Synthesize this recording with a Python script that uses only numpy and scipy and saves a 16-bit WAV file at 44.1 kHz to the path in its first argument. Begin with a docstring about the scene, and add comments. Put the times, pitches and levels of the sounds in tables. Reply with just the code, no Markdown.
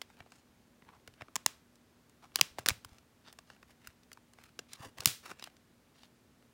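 """Over a faint hum, fingers handle a plastic disc case that lies on bedding, close to the microphone.
First the tray ticks, fingertips rub and the rocking case thumps. From 1.4 s the teeth of the hub, which
grip the disc, snap past its rim. At 4.8 s the bent disc drags over the hub with a sinking note. Just
after 5 s it pops free so hard that a limiter squashes the crack and the small room rings out.
The disc rattles against the tray, and a few light touches follow."""
import sys
import numpy as np
from scipy import signal
from scipy.fft import rfft, irfft
from scipy.io import wavfile
from scipy.ndimage import uniform_filter1d, minimum_filter1d

SR = 44100
rng = np.random.default_rng(int(sys.argv[2]) if len(sys.argv) > 2 else 0)


def transcribe(u):
    """Save the signal u as a 16-bit wav file named by the first command-line argument.

    u: samples, shape (n,) or (channels, n), limited to [-1, 1]; the rate is SR.
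    q: integer samples, one column per channel.
    """
    v = np.clip(np.atleast_2d(u).T, -1, 1)
    q = np.round(v * 32767).astype(np.int16)
    wavfile.write(sys.argv[1], SR, q)


N = 287973
SIZE = 4096  # samples used to build one short sound
HZ = np.fft.rfftfreq(SIZE, 1 / SR)  # the frequencies in its spectrum

# Tone of the still air in the room: f/Hz, relative level/dB
AIR_TONE = [(20, -26), (35, -11), (65, 0), (110, -.5), (240, -1.5), (400, -6.3), (750, -11.7),
            (1500, -14.7), (3000, -19.3), (6000, -22.7), (10000, -26.3), (15500, -29)]
# Mains hum: f/Hz, rms level/dB
HUM = [(120, -84), (240, -74.5)]
# Fingers and disc tapping the tray. More tilt means a harder, brighter touch.
# t/s, relative level/dB, tilt/(dB per octave), note of the touched spot f/Hz
TICKS = [(0.016, -12.5, -1.0, 3560), (0.1006, -32, -3.5, 1300), (0.204, -22.0, -6.5, 2600),
         (0.261, -34.5, -7.5, 700), (0.32, -24.5, -5, 7500), (0.8217, -32.5, -9, 2400),
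         (0.889, -28, -6.9, 990), (1.0758, -17.5, -2.5, 503), (1.2099, -20, -7.5, 2200),
         (1.2191, -17, -6.5, 2200), (1.283, -30.5, -7.5, 1190), (1.756, -39.5, 0, 7000),
         (2.096, -41, 1, 8200), (2.3884, -12, -4.5, 3280), (2.3953, -12.5, -3, 900),
         (2.5846, -8.5, -5, 600), (2.59, -16, 0.9, 1500), (2.8475, -17.0, 0.2, 980),
         (2.984, -31.0, -3.0, 5600), (3.327, -25, 0.5, 450), (3.3875, -20.5, -4.0, 7250),
         (3.5011, -22, -6, 1186), (3.6282, -27, -4, 1700), (3.8722, -19.5, 1.5, 1680),
         (4.033, -39.5, -0.5, 5500), (4.1166, -23, -2.5, 1766), (4.1305, -30.5, 4, 5140),
         (4.173, -28.5, -5.5, 1200), (4.335, -33, -1.5, 8420), (4.386, -28, -6.5, 1800),
         (4.438, -30, 1.9, 1500), (4.5908, -11.0, -3.5, 6100), (4.733, -19.5, 1, 8500),
         (4.9837, -18.5, -1.5, 2200), (5.005, -14.5, 0.5, 5200), (5.022, -24, -6.5, 450),
         (5.035, -24, -0.1, 450), (5.046, -28, 2, 3100), (5.3152, -19, -8, 1250), (5.3956, -24.0, -2, 5300),
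         (5.4242, -17.5, -3.3, 4000), (5.44, -18.5, 1.5, 3600), (5.4722, -22.5, -5.0, 1800),
         (5.567, -34.0, -3.5, 6690), (6.033, -28, -4.0, 4000), (6.425, -37, -4, 450)]
# The broad tone that ticks, rubs and snaps share: f/Hz, relative level/dB
CONTACT_TONE = [(290, -5), (1150, -1), (3900, -1.5), (11000, -6)]
# Where tray and disc ring (+) or sound dull (-): f/Hz, width/Hz, relative level/dB
CASE_MODES = [(204, 270, 4), (440, 62, 1), (546, 130, -3.5), (1004, 150, .5), (1520, 1000, 2),
              (2750, 390, 3.5), (3580, 200, 1.5), (5120, 760, 4), (7300, 410, 1), (9400, 9400, 2),
              (13030, 2100, -6.5), (15310, 410, 5.5)]
# How long the room takes to fade by 60 dB: f/Hz, t/s
ROOM_FADE = [(150, .3), (1000, .3), (4000, .3), (9000, .255), (16000, .26)]
# The room's echo compared with the direct sound: f/Hz, level/dB
ROOM_LEVEL = [(150, -16), (1000, -16), (4000, -17.5), (9000, -22), (16000, -26.5)]
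# Fingertips and disc sliding on plastic:
# start t/s, end t/s, relative level/dB, tilt/(dB per octave), note of the touched spot f/Hz
RUBS = [(0.078, 0.159, -67.5, -0.5, 1500), (0.182, 0.219, -60.5, -6, 2400),
        (0.311, 0.408, -62.5, -2.5, 7300), (0.868, 0.898, -60.5, -10, 3320), (0.93, 0.961, -61, -7.5, 1110),
        (1.183, 1.235, -61, -6, 2400), (2.227, 2.255, -55, -4, 880), (2.355, 2.383, -50.5, -2, 4020),
        (2.572, 2.629, -51.5, -3, 490), (2.69, 2.703, -34.5, -3.5, 6100), (2.88, 2.989, -58.5, -2, 449),
        (3.253, 3.303, -54, -5, 4280), (3.479, 3.558, -59.5, -5, 6100), (3.687, 3.719, -61.5, -0.1, 1797),
        (3.818, 3.921, -60.5, -1.3, 1990), (4.369, 4.502, -61, -1.5, 1790), (4.696, 4.757, -53.5, -1, 3690),
        (4.778, 4.889, -48.5, -1.5, 1100), (4.982, 5.033, -45.5, -3, 550), (5.241, 5.328, -43.5, -2, 1100),
        (5.368, 5.487, -57, -1.1, 2810), (5.953, 6.072, -64, -0.5, 3990)]
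# Skin dulls the highest part of a rub: f/Hz, relative level/dB
SKIN_TONE = [(200, 0.5), (500, -1.5), (1100, -1), (2500, -1), (5000, -0.5), (9000, -1), (15000, -4)]
# The whole case rocking on the bedding: t/s, peak level/dB, f/Hz
THUMPS = [(0.204, -52, 94), (1.081, -51.5, 99), (1.218, -48, 109), (2.415, -41.5, 150), (2.512, -54.5, 74),
          (2.591, -45.5, 113), (2.71, -33, 88), (2.854, -51, 90), (2.919, -50.5, 72), (3.88, -52, 84.3),
          (4.800, -45.5, 118.3), (4.858, -51.5, 118), (4.994, -45.5, 105), (5.066, -32, 124.9)]
# Hub teeth snapping past the disc:
# t/s, relative level/dB, tilt/(dB per octave), ring boost/dB, first ring f/Hz, second ring f/Hz
SNAPS = [(1.3568, -8.5, 1.5, 13.5, 7000, 1250), (1.3623, -4.5, -1.3, 9.5, 6900, 1080),
         (1.4621, 4, 1.3, 9.5, 6800, 1120), (2.358, -2, 3.5, 8.5, 4400, 1060),
         (2.412, 8, 1.47, 9, 2840, 5600), (2.6607, 1, -1.6, 4.5, 5400, 1820),
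         (2.6666, -8, -0.2, 6, 1315, 5600), (2.6866, 5, 2.5, 6, 3670, 1830),
         (2.6948, -5, .3, 8.5, 2210, 6100), (2.704, -10, -4.5, 15.5, 2200, 8030),
         (5.0577, 16.5, 4.6, 4, 3098, 6500), (5.0741, -7, 1.5, 6, 7340, 4300)]
# The bent disc dragging over the hub: t/s, f/Hz, rms level/dB
DRAG = [(4.79, 1222, -69), (4.81, 1150, -58.5), (4.832, 1092, -53.5), (4.848, 523, -56),
        (4.862, 298, -55.5), (4.884, 220, -57), (4.899, 195, -75.5)]


def amp(db):
    """Turns decibels into a factor to multiply by."""
    return 10 ** (np.asarray(db) / 20)


def unit(x):
    """Scales a sound so that its average size (rms) is 1."""
    return x / np.sqrt(np.mean(x ** 2) + 1e-20)


def curve(points, hz):
    """Joins (Hz, value) points with lines, giving each octave equal space."""
    f, value = np.transpose(points)
    return np.interp(np.log(hz + 1), np.log(f + 1), value)


def add(mix, s, sound):
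    """Mixes a sound in, starting at s seconds."""
    part = mix[..., max(round(s * SR), 0):][..., :sound.shape[-1]]
    part += sound[..., :part.shape[-1]]


def bump(hz, width_hz):
    """The shape of one ringing peak in the spectrum, 1 at its centre."""
    return 1 / (1 + (2 * (HZ - hz) / width_hz) ** 2)


def struck_spectrum(db):
    """A spectrum with these levels that rings only after it is struck (minimum phase)."""
    log_gain = np.log(amp(np.maximum(db, -100)))
    mirrored = np.concatenate([log_gain, log_gain[-2:0:-1]])
    return np.exp(np.conj(signal.hilbert(mirrored)))[:len(HZ)]


def background(air_db=-67):
    """The soft noise of still air, with a faint mains hum."""
    t, hz = np.arange(N) / SR, np.fft.rfftfreq(N, 1 / SR)
    air = unit(irfft(rfft(rng.standard_normal(N)) * amp(curve(AIR_TONE, hz)), N))
    hum = sum(amp(db) * np.sqrt(2) * np.sin(2 * np.pi * (f * t + rng.random())) for f, db in HUM)
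    return amp(air_db) * air + hum


def contact_tone(strength, tilt, pivot_hz=2100, bass_hz=120, base_db=-2):
    """Tone of one touch in dB: hard plastic tilts it towards the treble, a soft fingertip away from it."""
    octaves = np.log2(np.clip(HZ, 740, 12000) / pivot_hz)
    bass_loss = 20 * np.log10((HZ ** 2 + 1) / (HZ ** 2 + bass_hz ** 2))  # small plates give little bass
    return strength + base_db + curve(CONTACT_TONE, HZ) + tilt * octaves + bass_loss


def case_peaks():
    """The peaks and dips, in dB, that the case sends towards the microphone."""
    return sum(db * bump(hz, width) for hz, width, db in CASE_MODES)


def touched_spot(note_hz, ripple_db, note_db=8.5, spacing_hz=230):
    """Each spot answers with one broad note and its own random mix of the tray's small rings, in dB."""
    note = note_db * bump(note_hz, width_hz=.8 * note_hz)
    heights = np.clip(rng.standard_normal(256), -1.7, 1.7)
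    ripple = ripple_db * np.interp(HZ / spacing_hz, np.arange(len(heights)), heights)
    average_db = 10 * np.log10(uniform_filter1d(amp(ripple) ** 2, size=150))
    return note + ripple - average_db


def click(tone_db, peaks_db, scatter, scatter_s, tail, tail_s=.0042):
    """One blow echoing inside the tray. Two rows: towards the microphone, and out into the room."""
    t = np.arange(SIZE) / SR
    echoes = rng.standard_normal(SIZE) * (np.exp(-t / scatter_s) + tail * np.exp(-t / tail_s))
    blow = 1 + scatter * rfft(echoes / np.linalg.norm(echoes))
    blow /= np.sqrt(uniform_filter1d(abs(blow) ** 2, size=130))  # the echoes add no energy
    near = blow * struck_spectrum(tone_db + peaks_db)
    around = struck_spectrum(tone_db + .34 * peaks_db)  # over all directions, peaks mostly even out
    lag_s = .0009 * (1000 / np.maximum(HZ, 60)) ** .85  # slow bending waves: the bass arrives last
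    chirp = np.exp(-2j * np.pi * np.cumsum(lag_s) * HZ[1])
    return irfft(np.array([near, around]) * chirp)[:, :SIZE // 2]


def ticks(taps):
    """Light, loose taps make the tray ring briefly; taps has rows like TICKS."""
    out = np.zeros((2, N))
    for s, strength, tilt, note_hz in taps:
        peaks_db = case_peaks() + touched_spot(note_hz, ripple_db=3.5)
        add(out, s, click(contact_tone(strength, tilt), peaks_db, scatter=3.1, scatter_s=.002, tail=.08))
    return out


def room(sound, first_echo_s=.0081, build_s=.0021):
    """The walls of a small furnished room send back many echoes; the treble dies first."""
    since_first = np.maximum(np.arange(SR) / SR - first_echo_s, 0)
    echoes = rng.standard_normal(SR) * (1 - np.exp(-since_first / build_s))
    hz, t, bands = signal.stft(echoes, SR, nperseg=256)
    fade_rate = np.log(1000) / curve(ROOM_FADE, hz)[:, None]
    gain = np.sqrt(2 * fade_rate / SR) * amp(curve(ROOM_LEVEL, hz))[:, None]
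    bands = bands * gain * np.exp(-fade_rate * (t - first_echo_s))
    return signal.fftconvolve(sound, signal.istft(bands, SR)[1])[:N]


def rubs(slips_per_s=600, spread_db=4.5, hiss=.86, trim_db=-1, ease_s=.017, grip_db=7, grip_s=.008):
    """A stroke is many tiny slips over a soft hiss, swelling and fading as it sounds through the case."""
    out = np.zeros(N)
    for start, end, strength, tilt, note_hz in RUBS:
        n = max(round((end - start + 2 * ease_s) * SR), SIZE // 8)
        slipping = rng.random(SR) < slips_per_s / SR
        sizes = amp(spread_db * np.minimum(rng.exponential(1, SR), 3))
        slips = slipping * sizes * rng.choice([-1, 1], SR)
        friction = unit(slips[:n]) + hiss * rng.standard_normal(SR)[:n]
        sticking = np.interp(np.arange(n) / SR / grip_s, np.arange(SIZE), rng.uniform(-1, 1, SIZE))
        along = np.linspace(0, np.pi, n)
        stroke = unit(friction * amp(grip_db * sticking)) * np.sin(along)
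        tone_db = contact_tone(strength, tilt) + .6 * case_peaks() + curve(SKIN_TONE, HZ) + trim_db
        for share in (np.cos(along / 2), np.sin(along / 2)):  # the touch moves from one spot to another
            ring = irfft(struck_spectrum(tone_db + touched_spot(note_hz, ripple_db=5)))[:SIZE // 2]
            add(out, start - ease_s, signal.fftconvolve(stroke * share, ring))
    return out


def stray_taps(per_stroke=2, spread_s=.04, strength_db=-41, tilt=-3, note_hz=2000):
    """Faint chance taps around each stroke as the fingers shift their grip; rows like TICKS."""
    taps = []
    for start, end, *_ in RUBS:
        for when, force, hardness, place in rng.standard_normal((per_stroke, 4)):
            s = (start + end) / 2 + when * spread_s
            taps.append((s, strength_db + 3 * force, tilt + 1.5 * hardness, note_hz * 2 ** place))
    return taps


def thumps(rise_s=.0059, flex_ratio=2.2, flex_db=-11, flex_s=.0046):
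    """The bedding stops the rocking case within a few swings; the tray flexes, higher and shorter."""
    out, t = np.zeros(N), np.arange(SIZE) / SR
    rock_swell, flex_swell = ((t / s * np.exp(1 - t / s)) ** 2 for s in (rise_s, flex_s))
    for s, db, hz in THUMPS:
        phase = 2 * np.pi * hz * t
        rock = rock_swell * np.sin(phase)
        flex = amp(flex_db) * flex_swell * np.sin(flex_ratio * phase)
        add(out, s, amp(db) * (rock + flex))
    return out


def snaps():
    """Each hub tooth springs back with two short rings of its own."""
    out = np.zeros((2, N))
    for s, strength, tilt, ring_db, *rings in SNAPS:
        tooth_db = ring_db * sum(bump(hz, width_hz=350 + .31 * hz) for hz in rings)
        tone_db = contact_tone(strength, tilt)
        add(out, s, click(tone_db, case_peaks() + tooth_db, scatter=3.6, scatter_s=.0009, tail=.0087))
    return out


def drag(half_width_hz=190):
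    """The bent disc scrapes over the hub; its rough note sinks as the grip eases."""
    times, pitches, levels = np.transpose(DRAG)
    t = np.arange(times[0], times[-1], 1 / SR)
    hz, db = np.interp(t, times, pitches), np.interp(t, times, levels)
    noise = rng.standard_normal(SR) + 1j * rng.standard_normal(SR)
    grit = signal.sosfilt(signal.butter(2, half_width_hz, fs=SR, output="sos"), noise)[:len(t)]
    scrape = (grit * np.exp(2j * np.pi * np.cumsum(hz) / SR)).real  # moves the noise up to the note
    out = np.zeros(N)
    add(out, times[0], amp(db) * unit(scrape))
    return out


def rattle_taps(start_s=5.072, bounces=5, gap_s=.012, shrink=.9, strength_db=-13, loss_db=3):
    """The freed disc bounces on the tray, each time sooner and weaker; rows like TICKS."""
    tilt, note_hz = 0, 4200
    return [(start_s + gap_s * np.sum(shrink ** np.arange(k)), strength_db - loss_db * k, tilt, note_hz)
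            for k in range(bounces)]


def scene():
    """The handled case, the room's echo and the background, in one channel."""
    near, around = snaps() + ticks(TICKS + rattle_taps() + stray_taps()) + rubs() + drag() + thumps()
    return (near + room(around) + background())[None]


def record(dry, ceiling_db=-7, release_db_per_s=1500, top_hz=16000):
    """A fast limiter turns the hardest cracks down and rounds their tips; the highest treble is cut."""
    power_db = 10 * np.log10(abs(uniform_filter1d(dry[0] ** 2, size=41)) + 1e-12)
    excess_db = np.maximum(power_db - ceiling_db, 0)
    held_db = -minimum_filter1d(-excess_db, size=97)  # the largest excess within about 2 ms
    release_db = np.arange(N) * release_db_per_s / SR
    cut_db = uniform_filter1d(np.maximum.accumulate(held_db + release_db) - release_db, size=49)
    rounded = np.tanh(dry / amp(cut_db))
    low_pass = signal.firwin(255, top_hz, window=("kaiser", 9), fs=SR)
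    return signal.oaconvolve(rounded, low_pass[None], "same")


dry = scene()
out = record(dry)
transcribe(out)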